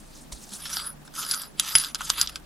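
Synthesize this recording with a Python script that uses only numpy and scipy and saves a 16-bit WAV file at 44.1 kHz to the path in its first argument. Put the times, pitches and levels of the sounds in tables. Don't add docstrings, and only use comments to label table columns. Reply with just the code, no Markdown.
import sys
import numpy as np
from scipy import signal
from scipy.fft import rfft, irfft, next_fast_len
from scipy.io import wavfile

SR = 44100
rng = np.random.default_rng(int(sys.argv[2]) if len(sys.argv) > 2 else 0)


def rack_gain(trim_db):
    fader = np.asarray(trim_db, float)
    return 10 ** (fader / 20)


def pcm_store(signal):
    levels = np.round(np.clip(np.atleast_2d(signal), -1, 1) * 32767)
    wavfile.write(sys.argv[1], SR, levels.astype(np.int16).T)


N = 108089
SIDE = np.array([[1], [-1]])


def rms_one(x):
    return x / np.sqrt(np.mean(x ** 2) + 1e-20)


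def bandpass(x, low_hz, high_hz, order=2):
    return signal.sosfilt(signal.butter(order, [low_hz, high_hz], "band", fs=SR, output="sos"), x)


def in_time(*tables):
    t = np.arange(N) / SR
    s, *columns = np.transpose([row for table in tables for row in table])
    inside = [np.minimum(t - rows[0][0], rows[-1][0] - t) for rows in tables]
    alive = np.max(inside, axis=0)
    level_db, *rest = [np.interp(t, s, c) for c in columns]
    return [level_db + 900 * np.minimum(alive, 0), *rest]


def at_hz(points, hz):
    table_hz, values = np.transpose(points)
    return np.interp(np.log(hz), np.log(table_hz), values)


def drift(rate_hz):
    r = np.exp(-40 * np.pi * rate_hz / SR)
    slow = signal.lfilter([1], [1, -2 * r, r * r], rng.standard_normal(N // 20 + 2002))[2000:]
    return np.interp(np.arange(N) / 20, np.arange(len(slow)), rms_one(slow))


def resonator(hz, t60):
    r, w = rack_gain(-60 / (t60 * SR)), 2 * np.pi * hz / SR
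    return [0, np.sin(w)], [1, -2 * r * np.cos(w), r * r]


def ring(force, hz, t60):
    return signal.lfilter(*resonator(hz, t60), force + 1e-18)


def stereo(mid, side, alike):
    return np.sqrt(1 + alike) * mid + np.sqrt(1 - alike) * side * SIDE


# frequency in Hz, likeness from 0 to 1.
LIKENESS = [(60, 0.85), (240, 0.13), (950, 0.0083), (3770, 0.12), (15000, 0.13)]


def banded_noise(spectrum, patchy_db, alike_more):
    edges = 20 * 2 ** np.arange(0, 10, .5)
    tops = edges[1:] * np.r_[np.ones(18), 1.2]
    white = rng.standard_normal((2, 2, N))
    out = 0
    for k, (low, high) in enumerate(zip(edges, tops)):
        mid, side = bandpass(white[k % 2], low, high)
        hz = np.sqrt(low * high)
        alike = np.clip(at_hz(LIKENESS, hz) + alike_more, -1, 1)
        level = rack_gain(at_hz(spectrum, hz) + patchy_db * drift(30.5))
        out = out + level * stereo(mid, side, alike)
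    return rms_one(out)


# frequency in Hz, width in Hz, level in dB.
HUM = [(28.64, 0.96, -55.5), (56, 0.93, -58.5), (149.7, 13.7, -56), (205.6, 35, -58.5), (232, 3.7, -65),
       (302, 4.7, -64.5), (573.5, 42, -64.5)]
RUMBLE_PAN_DB = -2


def hum():
    out = 0
    for hz, width, db in HUM:
        mid, side = rng.standard_normal((2, N + SR))
        pair = stereo(mid, side, np.clip(at_hz(LIKENESS, hz), 0, 1))
        line = rms_one(ring(pair, hz, 3.8 / width)[:, SR:])
        out = out + rack_gain(db + RUMBLE_PAN_DB * (hz < 100) * SIDE) * line
    return out


# frequency in Hz, level in dB.
AIR = [(12, -27), (20, -6), (119, -20.5), (252, -5), (492, -18), (581, -10.5), (1870, -21.5), (9140, -29.5),
       (15500, -31)]
AIR_DB = -46.5


def room_air():
    return rack_gain(AIR_DB - 5) * banded_noise(AIR, patchy_db=1.5, alike_more=0.0086)


ROOM_T60_S, WALL_CUT_HZ = 0.13, 3000


def room(x):
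    size = next_fast_len(N + SR)
    w = 2 * np.pi * np.fft.rfftfreq(size)
    lag = rng.uniform(.002, .02, (2, 8, 1)) * SR
    wall = 1 / (1 + 1j * w * SR / (2 * np.pi * WALL_CUT_HZ))
    loop = rack_gain(-60 * lag / SR / ROOM_T60_S) * np.exp(-1j * w * lag) * wall
    return irfft(rfft(x, size) * np.sum(loop / (1 - loop), axis=1), size)[:, :N]


# time in seconds, level in dB.
RUB = [(0.0, -56), (0.104, -59.5), (0.156, -48.5), (0.314, -65), (0.324, -34), (0.344, -49.5), (.4, -52.5),
       (.435, -45), (.46, -52), (0.5, -49.5), (0.54, -37), (0.6, -54)]
RUB_AGAIN = [
    (1.02, -86),
    (1.06, -55.5),
    (1.08, -59),
    (1.088, -73),
    (1.12, -70),
]
# frequency in Hz, level in dB.
SKIN = [(1180, -2), (2000, 7.5), (2140, -18.5), (2220, -13), (3770, 10.5), (4070, 6), (8360, 10),
        (15500, -10)]


def skin_rub():
    return rack_gain(in_time(RUB, RUB_AGAIN)[0]) * banded_noise(SKIN, patchy_db=3.0, alike_more=0.84)


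# time in seconds, level in dB, frequency in Hz, T60 in seconds.
BUMPS = [(.3225, -41, 1000, .035), (.3226, -44, 2150, .015), (.326, -32, 52, .13), (.333, -43, 4400, .008),
         (.334, -45, 2200, .012), (.52, -39.5, 201, .19), (1.751, -33, 42, .08), (1.754, -25, 267, .0069),
         (1.76, -44, 30, .45), (1.765, -46, 150, .15), (2.008, -43, 750, .04)]


def bumps():
    out = np.zeros(N)
    for s, db, hz, t60 in BUMPS:
        push = np.zeros(N)
        push[int(s * SR)] = 1
        out += rack_gain(db) * ring(push, hz, t60)
    return out


# frequency in Hz, level in dB, T60 in seconds.
BARREL = [(950, -9.5, 0.006), (1326, -0.5, 0.011), (1583, -4, 0.012), (2025, -14.5, 0.0055),
          (2700, -2.5, 0.00077), (3400, 7, 0.0021), (3900, -9.5, 0.0018), (4870, -1, 0.0025),
          (5200, 0, 0.0048), (5820, -3.5, 0.0054), (7190, 1, 0.0027), (7820, -1.5, 0.007),
          (8830, 0, 0.0012), (11850, 0, 0.0059)]
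DULL_BELOW_HZ, BRIGHT_ABOVE_HZ = 2400, 9500


def barrel(mode_force, dryness=1):
    out = np.zeros(N)
    for k, (hz, db, t60) in enumerate(BARREL):
        out += ring(mode_force(k, hz, db), hz, t60 * dryness) * (-1) ** k
    return out


# time in seconds, frequency in Hz, level in dB.
HOLLOW = [(.6, 5400, -14), (.67, 5350, 0), (.7, 5250, -20), (.735, 5970, 11), (.752, 5500, -30),
          (0.769, 4660, 7), (.86, 4970, 4.5), (.93, 5200, -1), (1.15, 5270, -10.5), (1.2, 5280, -6),
          (1.31, 4830, 1.5), (1.47, 5010, 7.5), (1.62, 5040, -7), (1.76, 4970, 3), (1.9, 4960, -6),
          (2.05, 4970, -28), (2.21, 4924, 8.5), (2.45, 5000, -24)]
HOLLOW_DB, HOLLOW_T60_S = -0.5, .015


def hand_hollow(force):
    s, hollow_hz, db = np.transpose(HOLLOW)
    force = force * rack_gain(HOLLOW_DB + np.interp(np.arange(N) / SR, s, db))
    out, state = np.zeros(N), np.zeros(2)
    for i in range(0, N, 256):
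        b, a = resonator(np.interp(i / SR, s, hollow_hz), HOLLOW_T60_S)
        out[i:i + 256], state = signal.lfilter(b, a, force[i:i + 256] + 1e-18, zi=state)
    return out


# frequency in Hz, level in dB, T60 in seconds.
RING = [(10296, 0, .14), (10319, -3, .13), (11480, -22, .05)]
# release in seconds, catch in seconds.
FREE = [
    (.75, .935),
    (1.28, 1.515),
    (1.75, 1.97),
    (2.285, 2.42),
]
HELD_DAMPING = 3.5


def free_ring(force):
    out = np.zeros(N)
    cuts = np.r_[0, (np.ravel(FREE) * SR).astype(int), N]
    for hz, db, t60 in RING:
        state = np.zeros(2)
        for k, (start, end) in enumerate(zip(cuts, cuts[1:])):
            damping = 1 if k % 2 else HELD_DAMPING
            b, a = resonator(hz, t60 / damping)
            part, state = signal.lfilter(b, a, force[start:end] + 1e-18, zi=state)
            out[start:end] += rack_gain(db) * part
    return out


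# time in seconds, scrape level in dB, free ring over the scrape in dB.
TURN_A = [(.56, -66, 23), (.6, -37.5, -11), (.625, -43, 7.5), (.66, -36.5, -8), (.69, -35.5, -5),
          (.74, -32.5, -5), (.8, -35.5, -12.5), (.87, -42.5, 8.5), (.925, -59, 8)]
TURN_B = [(1.126, -56.5, -8.5), (1.154, -39.5, -9), (1.202, -31, 1), (1.23, -35, -7), (1.29, -33, -2.5),
          (1.345, -32.5, -2.5), (1.39, -40, -3), (1.43, -40.5, -13), (1.474, -58, 7.5)]
TURN_C = [(1.584, -45.5, 0), (1.615, -36, -15), (1.64, -33, -14), (1.68, -33.5, -2), (1.721, -29.5, -9),
          (1.745, -34.5, 1.5), (1.788, -33, 0.5), (1.851, -30, -14.5), (1.914, -49.5, -4)]
TURN_D = [(1.986, -43.5, -3), (2.03, -40.5, -10), (2.05, -31, -12), (2.115, -37, -10), (2.155, -45.5, 8.5),
          (2.185, -32.5, -4), (2.223, -36.5, 5.5), (2.264, -41, -18)]
TURN_E = [(2.275, -59, -3), (2.295, -35, -26), (2.318, -53.5, -28), (2.35, -49, -4), (2.37, -60, -7),
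          (2.4, -51, -20)]
# time in seconds, dull part in dB, favoured Hz, bright part in dB.
BEARING = [(.58, 0.5, 5030, 1.5), (.65, -12, 3000, 0), (.7, -5, 4260, -1), (.74, -7.5, 5300, 3),
           (.8, 0, 4380, 4), (.9, 10, 4080, 13.5), (1.14, -2.5, 6000, 0.5), (1.2, -3, 5760, 3),
           (1.27, -2, 4700, 2), (1.36, 0.5, 5000, 2.5), (1.46, 7, 4520, 6), (1.62, -8, 4000, -7.5),
           (1.72, -1, 4800, 4), (1.84, -2, 3330, -2), (2.0, 2, 3500, 0), (2.06, -8, 5240, -2.5),
           (2.18, 1.5, 3300, 5), (2.26, 0.5, 3460, -4)]
GRAINS_PER_S, GRAIN_SPREAD_DB, GRIT_DB = 9000, 2.37, -13.5
WANDER_DB, STUTTER_DB, BEARING_FAVOUR_DB = 3.6, 2.2, 5


def scrape():
    level_db, ring_db = in_time(TURN_A, TURN_B, TURN_C, TURN_D, TURN_E)
    s, *bearing = np.transpose(BEARING)
    dull_db, favoured_hz, bright_db = [np.interp(np.arange(N) / SR, s, c) for c in bearing]
    sizes = rack_gain(GRAIN_SPREAD_DB * np.minimum(rng.exponential(1, N), 5)) * rng.choice([-1, 1], N)
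    hits = rng.random(N) < GRAINS_PER_S / SR
    grains = rms_one(sizes * hits * rack_gain(STUTTER_DB * drift(124)))

    def mode_force(k, hz, db):
        wander_db = WANDER_DB
        if hz < DULL_BELOW_HZ:
            colour_db = dull_db
            wander_db *= .4
        elif hz > BRIGHT_ABOVE_HZ:
            colour_db = bright_db
        else:
            colour_db = 1.5 - BEARING_FAVOUR_DB * np.abs(np.log2(hz / favoured_hz))
        return grains * rack_gain(db + colour_db + wander_db * drift(15.6))

    body = rms_one(hand_hollow(grains) + barrel(mode_force))
    grit = rack_gain(GRIT_DB) * rms_one(bandpass(grains, 2500, 13000))
    singing = free_ring(grains * rack_gain(level_db + ring_db - 25.5))
    return rack_gain(level_db) * (body + grit) + singing


# time in seconds, peak in dB, dull part in dB, favoured Hz, free ring in dB.
KNOCKS = [(0.655, -21.5, 8, 4000, -39), (0.7685, -11.5, -3.5, 4480, -39), (1.076, -35.5, 4, 4050, -22),
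          (1.3114, -8.5, -13, 4800, -25), (1.338, -13, -4, 5000, -27), (1.344, -13.5, -18, 6300, -42),
          (1.4166, -16.5, -23, 8100, -22.5), (1.5967, -1, -24, 7140, -17.5), (1.5982, -3, -13.5, 3760, -12),
          (1.6053, -29, 5, 3400, -28), (1.7529, 6.5, -17, 2950, -19), (1.7581, 2, -19.5, 3400, -14),
          (1.7837, -8.5, -19, 6000, -14), (1.7981, -11.5, -32, 5380, -44), (1.8464, -13, -25, 4230, -37),
          (1.9462, -9.5, -12.5, 6540, -31), (2.007, -16, -4, 3300, -31), (2.0962, -13, -8, 6350, -37),
          (2.1007, 0.5, -18.5, 5760, -55), (2.197, -11, -6.5, 3130, -16), (2.2131, 0.5, -17, 6400, -20),
          (2.2729, -10.5, -45, 3730, -52), (2.294, -23, -21, 3300, -26), (2.3573, -13.5, -8.5, 5130, -43),
          (0.4907, -32, -14, 7700, -19), (0.506, -31, -17, 4510, -34), (0.519, -29.5, -2, 4070, -30),
          (0.5343, -28, -11, 7900, -9), (1.0498, -42.5, 4, 5940, -9.5), (1.1385, -29, -4, 5900, -30),
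          (1.5926, -34, -8, 5070, -30), (1.827, -22, -14, 5000, -39), (1.837, -13, -10, 3280, -30),
          (1.9536, -14, -11, 4530, -37), (2.016, -12.5, -9, 3220, -35), (2.0446, -30, -2, 5200, -33),
          (2.206, -20, -7, 5470, -33), (2.288, -38, -16, 5000, -10), (2.319, -42, 15, 5000, -20.5),
          (2.3566, -30, -4, 3520, -39)]
CHATTER_S, RATTLE_S, RATTLE_DB = .0009, 0.0055, -15
FIRST_BLOW, SOFT_BELOW_DB, CONTACT_HZ = 4.76, -24, 8200
STRIKE_SPREAD_DB, FAVOUR_DB = 3.5, 6
CRACK_DB, HOLLOW_KNOCK_DB, OWN_NOTE_DB, OWN_NOTE_CYCLES = -14, -12, -3, 13
BRIGHT_FOLLOWS_RING, KNOCK_DRYNESS = .3, 0.96


def knocks():
    s, db, dull_db, favoured_hz, ring_db = np.transpose(KNOCKS)
    t = np.arange(1600) / SR
    at = (s * SR).astype(int)[:, None] + np.arange(1600)
    decay = np.exp(-t / CHATTER_S) + rack_gain(RATTLE_DB) * np.exp(-t / RATTLE_S)
    shape = decay * np.minimum(t / 0.0019, 1)
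    chatter = rng.standard_normal(at.shape) * rng.exponential(1, at.shape) ** .5 * shape
    chatter[:, 20] = FIRST_BLOW * np.clip(1 - db / SOFT_BELOW_DB, .15, 1)
    chatter /= np.sqrt(np.sum(chatter ** 2, axis=1, keepdims=True))
    share = rng.standard_normal((len(s), len(BARREL)))

    def force(extra_db):
        f = np.zeros(N + SR)
        np.add.at(f, at, chatter * rack_gain(db + extra_db)[:, None])
        return signal.lfilter(*signal.butter(1, CONTACT_HZ, fs=SR), f[:N])

    def favour(hz):
        return -FAVOUR_DB * np.abs(np.log2(hz / favoured_hz))

    def mode_force(k, hz, mode_db):
        colour_db = dull_db if hz < DULL_BELOW_HZ else favour(hz)
        if hz > BRIGHT_ABOVE_HZ:
            colour_db = colour_db + BRIGHT_FOLLOWS_RING * (ring_db + 32)
        return force(mode_db - 5.0 + STRIKE_SPREAD_DB * share[:, k] + colour_db)

    out = bandpass(force(CRACK_DB), 2500, 12000)
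    out += barrel(mode_force, KNOCK_DRYNESS)
    out += hand_hollow(force(HOLLOW_KNOCK_DB + favour(4900)))
    for k, hz in enumerate(favoured_hz):
        out[at[k]] += ring(chatter[k], hz, OWN_NOTE_CYCLES / hz) * rack_gain(db[k] + OWN_NOTE_DB)
    tap = np.zeros(N)
    tap[at[:, 0] + 20] = rack_gain(db + ring_db)
    return out + free_ring(tap)


SCATTER_DB, ROOM_DB = -9.5, -14
LENS_PAN_DB, BUMP_PAN_DB = -0.4, -3.5


def scene():
    lens = bandpass(scrape() + knocks(), 766, 13500, order=4)
    glints = np.diff(rng.standard_normal(61)) * np.exp(-np.arange(60) / 20) / 4
    scatter = np.convolve(lens, glints)[:N] * np.tanh(2 * drift(40)) * SIDE
    direct = (lens + rack_gain(SCATTER_DB) * scatter) * rack_gain(LENS_PAN_DB * SIDE)
    palm = bumps() * rack_gain(BUMP_PAN_DB * SIDE)
    return hum() + room_air() + rack_gain(ROOM_DB) * room(lens) + skin_rub() + palm + direct


def top_cut(x):
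    return signal.sosfilt(signal.butter(12, 15670, fs=SR, output="sos"), x)


def record(dry):
    x = signal.sosfilt(signal.butter(2, 18, "high", fs=SR, output="sos"), dry)
    return top_cut(np.clip(x, -1, 1))


dry = scene()
out = record(dry)
pcm_store(out)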